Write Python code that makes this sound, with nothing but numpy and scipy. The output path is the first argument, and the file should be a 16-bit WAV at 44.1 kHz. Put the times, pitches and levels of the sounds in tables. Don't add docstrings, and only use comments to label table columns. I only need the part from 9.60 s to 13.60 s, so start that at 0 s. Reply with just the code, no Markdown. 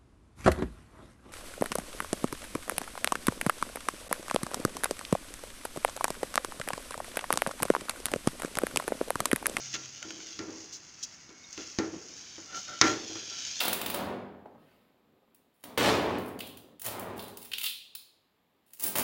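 import sys
import numpy as np
from scipy import signal
from scipy.fft import rfft, irfft, next_fast_len
from scipy.io import wavfile

SR = 44100
rng = np.random.default_rng(int(sys.argv[2]) if len(sys.argv) > 2 else 0)


def put_to_file(sound):
    columns = np.atleast_2d(sound).T
    safe = np.clip(columns, -1, 1)
    whole_steps = np.round(safe * 32767)
    wavfile.write(sys.argv[1], SR, whole_steps.astype(np.int16))


N = 176400
T = np.arange(N) / SR


def from_db(db):
    return 10 ** (np.asarray(db) / 20)


def rms_one(x):
    return x / np.sqrt(np.mean(x ** 2) + 1e-20)


def coloured(x, points):
    size = next_fast_len(N + SR // 2) // 2 * 2
    hz, db = np.transpose(points)
    grid = np.maximum(np.arange(size // 2 + 1) * SR / size, 1)
    cepstrum = irfft(np.log(from_db(np.interp(np.log(grid), np.log(hz), db))))
    cepstrum[1:size // 2] *= 2
    cepstrum[size // 2 + 1:] = 0
    return irfft(rfft(x, size) * np.exp(rfft(cepstrum)))[:N]


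def noise():
    return rng.standard_normal(N)


def drift(hz):
    r = np.exp(-2 * np.pi * hz / SR)
    return rms_one(signal.lfilter([1], [1, -2 * r, r * r], rng.standard_normal(N + SR))[SR:])


def grains(per_s, spread_db):
    sizes = from_db(spread_db * np.minimum(rng.exponential(1, N), 4))
    return rms_one(sizes * rng.choice([-1, 1], N) * (rng.random(N) < per_s / SR))


def click(s):
    return 1. * (np.arange(N) == int(s * SR))


def dying(s, t60):
    return (T >= s) * np.exp(-np.log(1000) * np.clip((T - s) / t60, 0, 2))


def swell(s, rise, fall):
    return np.exp(-np.minimum(((T - s) / np.where(T < s, rise, fall)) ** 2 / 2, 20))


def ring(x, hz, t60):
    r, w = np.exp(-np.log(1000) / (t60 * SR)), 2 * np.pi * hz / SR
    return signal.lfilter([0, np.sin(w)], [1, -2 * r * np.cos(w), r * r], x + 1e-18)


# time_s, level_db
BOIL_LEVEL = [(0, -40.5), (.3, -47.5), (.72, -45.5), (.86, -50.5), (1.02, -48), (1.22, -53), (1.5, -50),
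              (1.72, -55.5), (1.88, -52), (2.02, -44.5), (2.35, -50.5), (2.65, -47), (2.86, -48.5),
              (3.5, -44), (3.66, -43.5), (3.84, -39.5), (4, -40.5)]
# freq_hz, gain_db
HISS_EQ = [(200, -17), (1050, -22.5), (1450, -10), (3000, -6), (3900, -8.5), (4800, -1), (6300, 3),
           (16000, -2)]

def boiling(hiss_db=4.5, fizz_db=1.5, flutter_db=0.78, buzz_db=-21.5):
    vigour = from_db(np.interp(T, *np.transpose(BOIL_LEVEL)) + flutter_db * drift(hz=21.8))
    gas = from_db(hiss_db) * noise() + from_db(fizz_db) * grains(per_s=700, spread_db=4)
    buzz = from_db(buzz_db) * vigour * damped_tray(gas)
    return hand_hollow(coloured(vigour * gas, HISS_EQ)) + buzz


# pitch_hz, level_db, t60_s
TRAY_MODES = [(606, -21, 0.93), (772.5, -17, 0.54), (1210, -15, 0.42), (1368.7, 0, 0.34),
              (1445, -1.5, 0.14), (1832, -2.5, 0.14), (2000, -13, .24)]

def damped_tray(x, t60_scale=0.36):
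    return rms_one(sum(from_db(db) * ring(x, hz, t60 * t60_scale) for hz, db, t60 in TRAY_MODES))


# time_s, centre_hz, gain_db
HOLLOW_SWEEP = [(0, 3760, -0.5), (.3, 2800, 3.5), (.76, 3500, 5), (.86, 3750, -1.5), (1.4, 3830, 0),
                (1.78, 2920, -6), (2.05, 3300, 0.5), (2.35, 4050, -5.5), (2.74, 3440, 6.5),
                (2.86, 2950, -3), (3, 3400, 8)]

def hand_hollow(x, width_hz=1060, block=256):
    times, centres, gains = np.transpose(HOLLOW_SWEEP)
    r = np.exp(-np.pi * width_hz / SR)
    b = (1 - r * r) / 2
    band, state = np.zeros(N), np.zeros(2)
    for i in range(0, N, block):
        w = 2 * np.pi * np.interp(i / SR, times, centres) / SR
        feedback = [1, -(1 + r * r) * np.cos(w), r * r]
        band[i:i + block], state = signal.lfilter([b, 0, -b], feedback, x[i:i + block], zi=state)
    return x - band + from_db(np.interp(T, times, gains)) * band


def hand_reflection(x, delay_s=0.001335, swing_s=0.00012, level_db=-8):
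    delay = delay_s + swing_s * drift(hz=1.0)
    return x + from_db(level_db) * np.interp(T - delay, T, x, left=0)


# freq_hz, gain_db
ROOM_EQ = [(25, -12), (90, -1), (300, 0.5), (450, -10.5), (1700, -5.5), (16000, -29)]

def room_tone(level_db=-45):
    return from_db(level_db) * coloured(noise(), ROOM_EQ)


# peak_s, fade_s, pitch_hz, waver_hz, level_db
TONE_SWELLS = [(.14, 0.16, 131.8, 3.4, -57), (1.83, 0.16, 2213, 47, -64.5), (1.846, 0.0037, 3710, 60, -51)]

def faint_tones():
    tones = 0
    for s, fade, hz, waver, db in TONE_SWELLS:
        phase = 2 * np.pi * np.cumsum(hz + waver / 2 * drift(waver)) / SR
        tones += from_db(db) * swell(s, fade, fade) * rms_one(np.sin(phase))
    return tones


# peak_s, rise_s, fall_s, body_db, grit_db
SLIDE_CUES = [(.147, 0.0073, 0.012, -49, -29), (.436, 0.013, 0.014, -48.5, -57),
              (2.02, 0.035, 0.027, -58.5, -46), (2.968, 0.041, 0.023, -42, -40.5),
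              (3.098, .015, 0.056, -44.5, -50), (3.258, 0.0057, 0.052, -32, -30.5),
              (3.722, 0.017, 0.062, -53.5, -58)]
# freq_hz, gain_db
GRIT_EQ = [(200, -14), (1000, -10), (1500, 3), (3000, 5.5), (3800, 1), (16000, -1.5)]
# freq_hz, gain_db
TABLE_EQ = [(45, -35.5), (100, -6), (165, -14), (300, 2.5), (460, -2), (560, -9.5), (1100, -15.5),
            (8000, -42.5)]

def tray_slides(groan_db=-9):
    slips = grains(per_s=2100, spread_db=3.5)
    body = damped_tray(slips) + from_db(groan_db) * rms_one(coloured(slips, TABLE_EQ))
    grit = coloured(slips, GRIT_EQ)
    return sum(swell(s, rise, fall) * (from_db(body_db) * body + from_db(grit_db) * grit)
               for s, rise, fall, body_db, grit_db in SLIDE_CUES)


# peak_s, rise_s, fall_s, level_db
FLARE_CUES = [(0.145, 0.0053, 0.0041, -24.5), (1.131, 0.0062, 0.028, -30.5), (1.434, .0045, 0.011, -21.5),
              (2.966, 0.016, 0.048, -30), (3.275, 0.024, 0.044, -24.5)]
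# freq_hz, gain_db
SIZZLE_EQ = [(1000, -40), (4000, -12), (5900, 0), (16000, -1.5)]

def flares():
    envelope = sum(from_db(db) * swell(s, rise, fall) for s, rise, fall, db in FLARE_CUES)
    return coloured(envelope * noise(), SIZZLE_EQ)


# start_s, table_db, table_t60_s, tray_db
KNOCK_CUES = [(.141, -43, 0.32, -45.5), (.45, -45, 1, -61), (.791, -39, 0.72, -45.5),
              (.884, -47, 0.66, -64), (1.692, -46.5, 0.17, -63), (1.9772, -42, 0.34, -52),
              (2.1869, -28.5, 0.48, -38.5), (2.33, -41, 0.21, -72), (2.781, -43, 0.19, -58.5),
              (3.2135, -27.5, 0.44, -23), (3.241, -32, 0.66, -39.5), (3.497, -42, 0.19, -71),
              (3.556, -44, 0.22, -53)]
# freq_hz, gain_db
CLACK_EQ = [(150, -21), (1200, 4.5), (2600, 0), (6400, 5), (16000, -1.5)]
# freq_hz, gain_db
WASH_EQ = [(300, -5.5), (700, -11.5), (1050, -2.5), (2200, -0.5), (2700, -11), (12000, -12)]

def tray_knocks(clack_db=25.5, crack_db=-11.5, wash_db=9, second_edge_s=0.001395, second_edge_db=-5.5):
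    crack = from_db(crack_db) * noise()
    clacks = blows = wash = 0
    for s, _, _, tray_db in KNOCK_CUES:
        edges = click(s) + from_db(second_edge_db) * click(s + second_edge_s)
        clacks += from_db(tray_db + clack_db) * (2 * edges + crack * dying(s, t60=0.035))
        blows += from_db(tray_db) * click(s)
        wash += from_db(tray_db + wash_db) * dying(s, t60=0.42)
    modes = sum(from_db(db) * ring(blows, hz, t60) for hz, db, t60 in TRAY_MODES)
    return coloured(clacks, CLACK_EQ) + modes + coloured(wash * noise(), WASH_EQ)


# pitch_hz, level_db, t60_scale (times the knock's table_t60_s)
TABLE_MODES = [(107.7, -29, .89), (206.2, -15.5, 1.4), (323.5, 1, 0.91), (437, -20, 1.8)]

def table_knocks(boom_db=16, boom_rise_s=0.0033, rumble_db=-18, sputter_db=4):
    modes = boom = rumble = 0
    for s, table_db, t60, _ in KNOCK_CUES:
        blow = from_db(table_db) * click(s)
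        modes += sum(from_db(db) * ring(blow, hz, t60 * scale) for hz, db, scale in TABLE_MODES)
        attack = np.clip((T - s) / boom_rise_s, 0, 1)
        boom += from_db(table_db + boom_db) * attack * dying(s, t60)
        rumble += from_db(table_db + boom_db + rumble_db) * dying(s, t60=1.09)
    rumble *= from_db(sputter_db * drift(hz=25))
    return modes + coloured(np.hypot(boom, rumble) * noise(), TABLE_EQ)


# start_s, snap_db, spit_db
DROP_CUES = [(.3485, -30.5, -17), (0.4277, -12.5, -12), (.5065, -13, -13), (.604, -21.5, -23),
             (1.9082, -41, -16), (1.9287, -35, -7), (1.977, -17, -18), (2.1874, -24, -7.5)]

def bursting_drops(scatter_db=-19):
    scatter = from_db(scatter_db) * noise()
    snaps = spits = 0
    for s, snap_db, spit_db in DROP_CUES:
        burst = click(s) + scatter * dying(s, t60=0.023)
        snaps += from_db(snap_db) * burst
        spits += from_db(spit_db) * burst
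    return coloured(snaps, GRIT_EQ) + coloured(spits, SIZZLE_EQ)


# start_s, pitch_hz, level_db
THUD_CUES = [(2.1873, 276, -20.5), (2.362, 190, -38.5)]

def cork_thuds():
    return sum(ring(from_db(db) * click(s), hz, t60=0.065) for s, hz, db in THUD_CUES)


def scene():
    room = room_tone()
    under_hand = hand_reflection(boiling() + flares() + bursting_drops() + tray_slides())
    impacts = tray_knocks() + table_knocks() + cork_thuds()
    return (under_hand + impacts + faint_tones() + room)[None]


# freq_hz, gain_db
MIC_EQ = [(20, -9), (80, -.5), (6700, 0), (7000, -7), (8100, -23.5), (13900, -45), (15000, -23.5),
          (16000, -33)]

def record(dry, ceiling=7.3, cutoff_hz=15850):
    rounded = ceiling * np.tanh(dry[0] / ceiling)
    high_cut = signal.ellip(12, .2, 80, cutoff_hz, fs=SR, output="sos")
    return signal.sosfilt(high_cut, coloured(rounded, MIC_EQ)[None])


dry = scene()
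out = record(dry)
put_to_file(out)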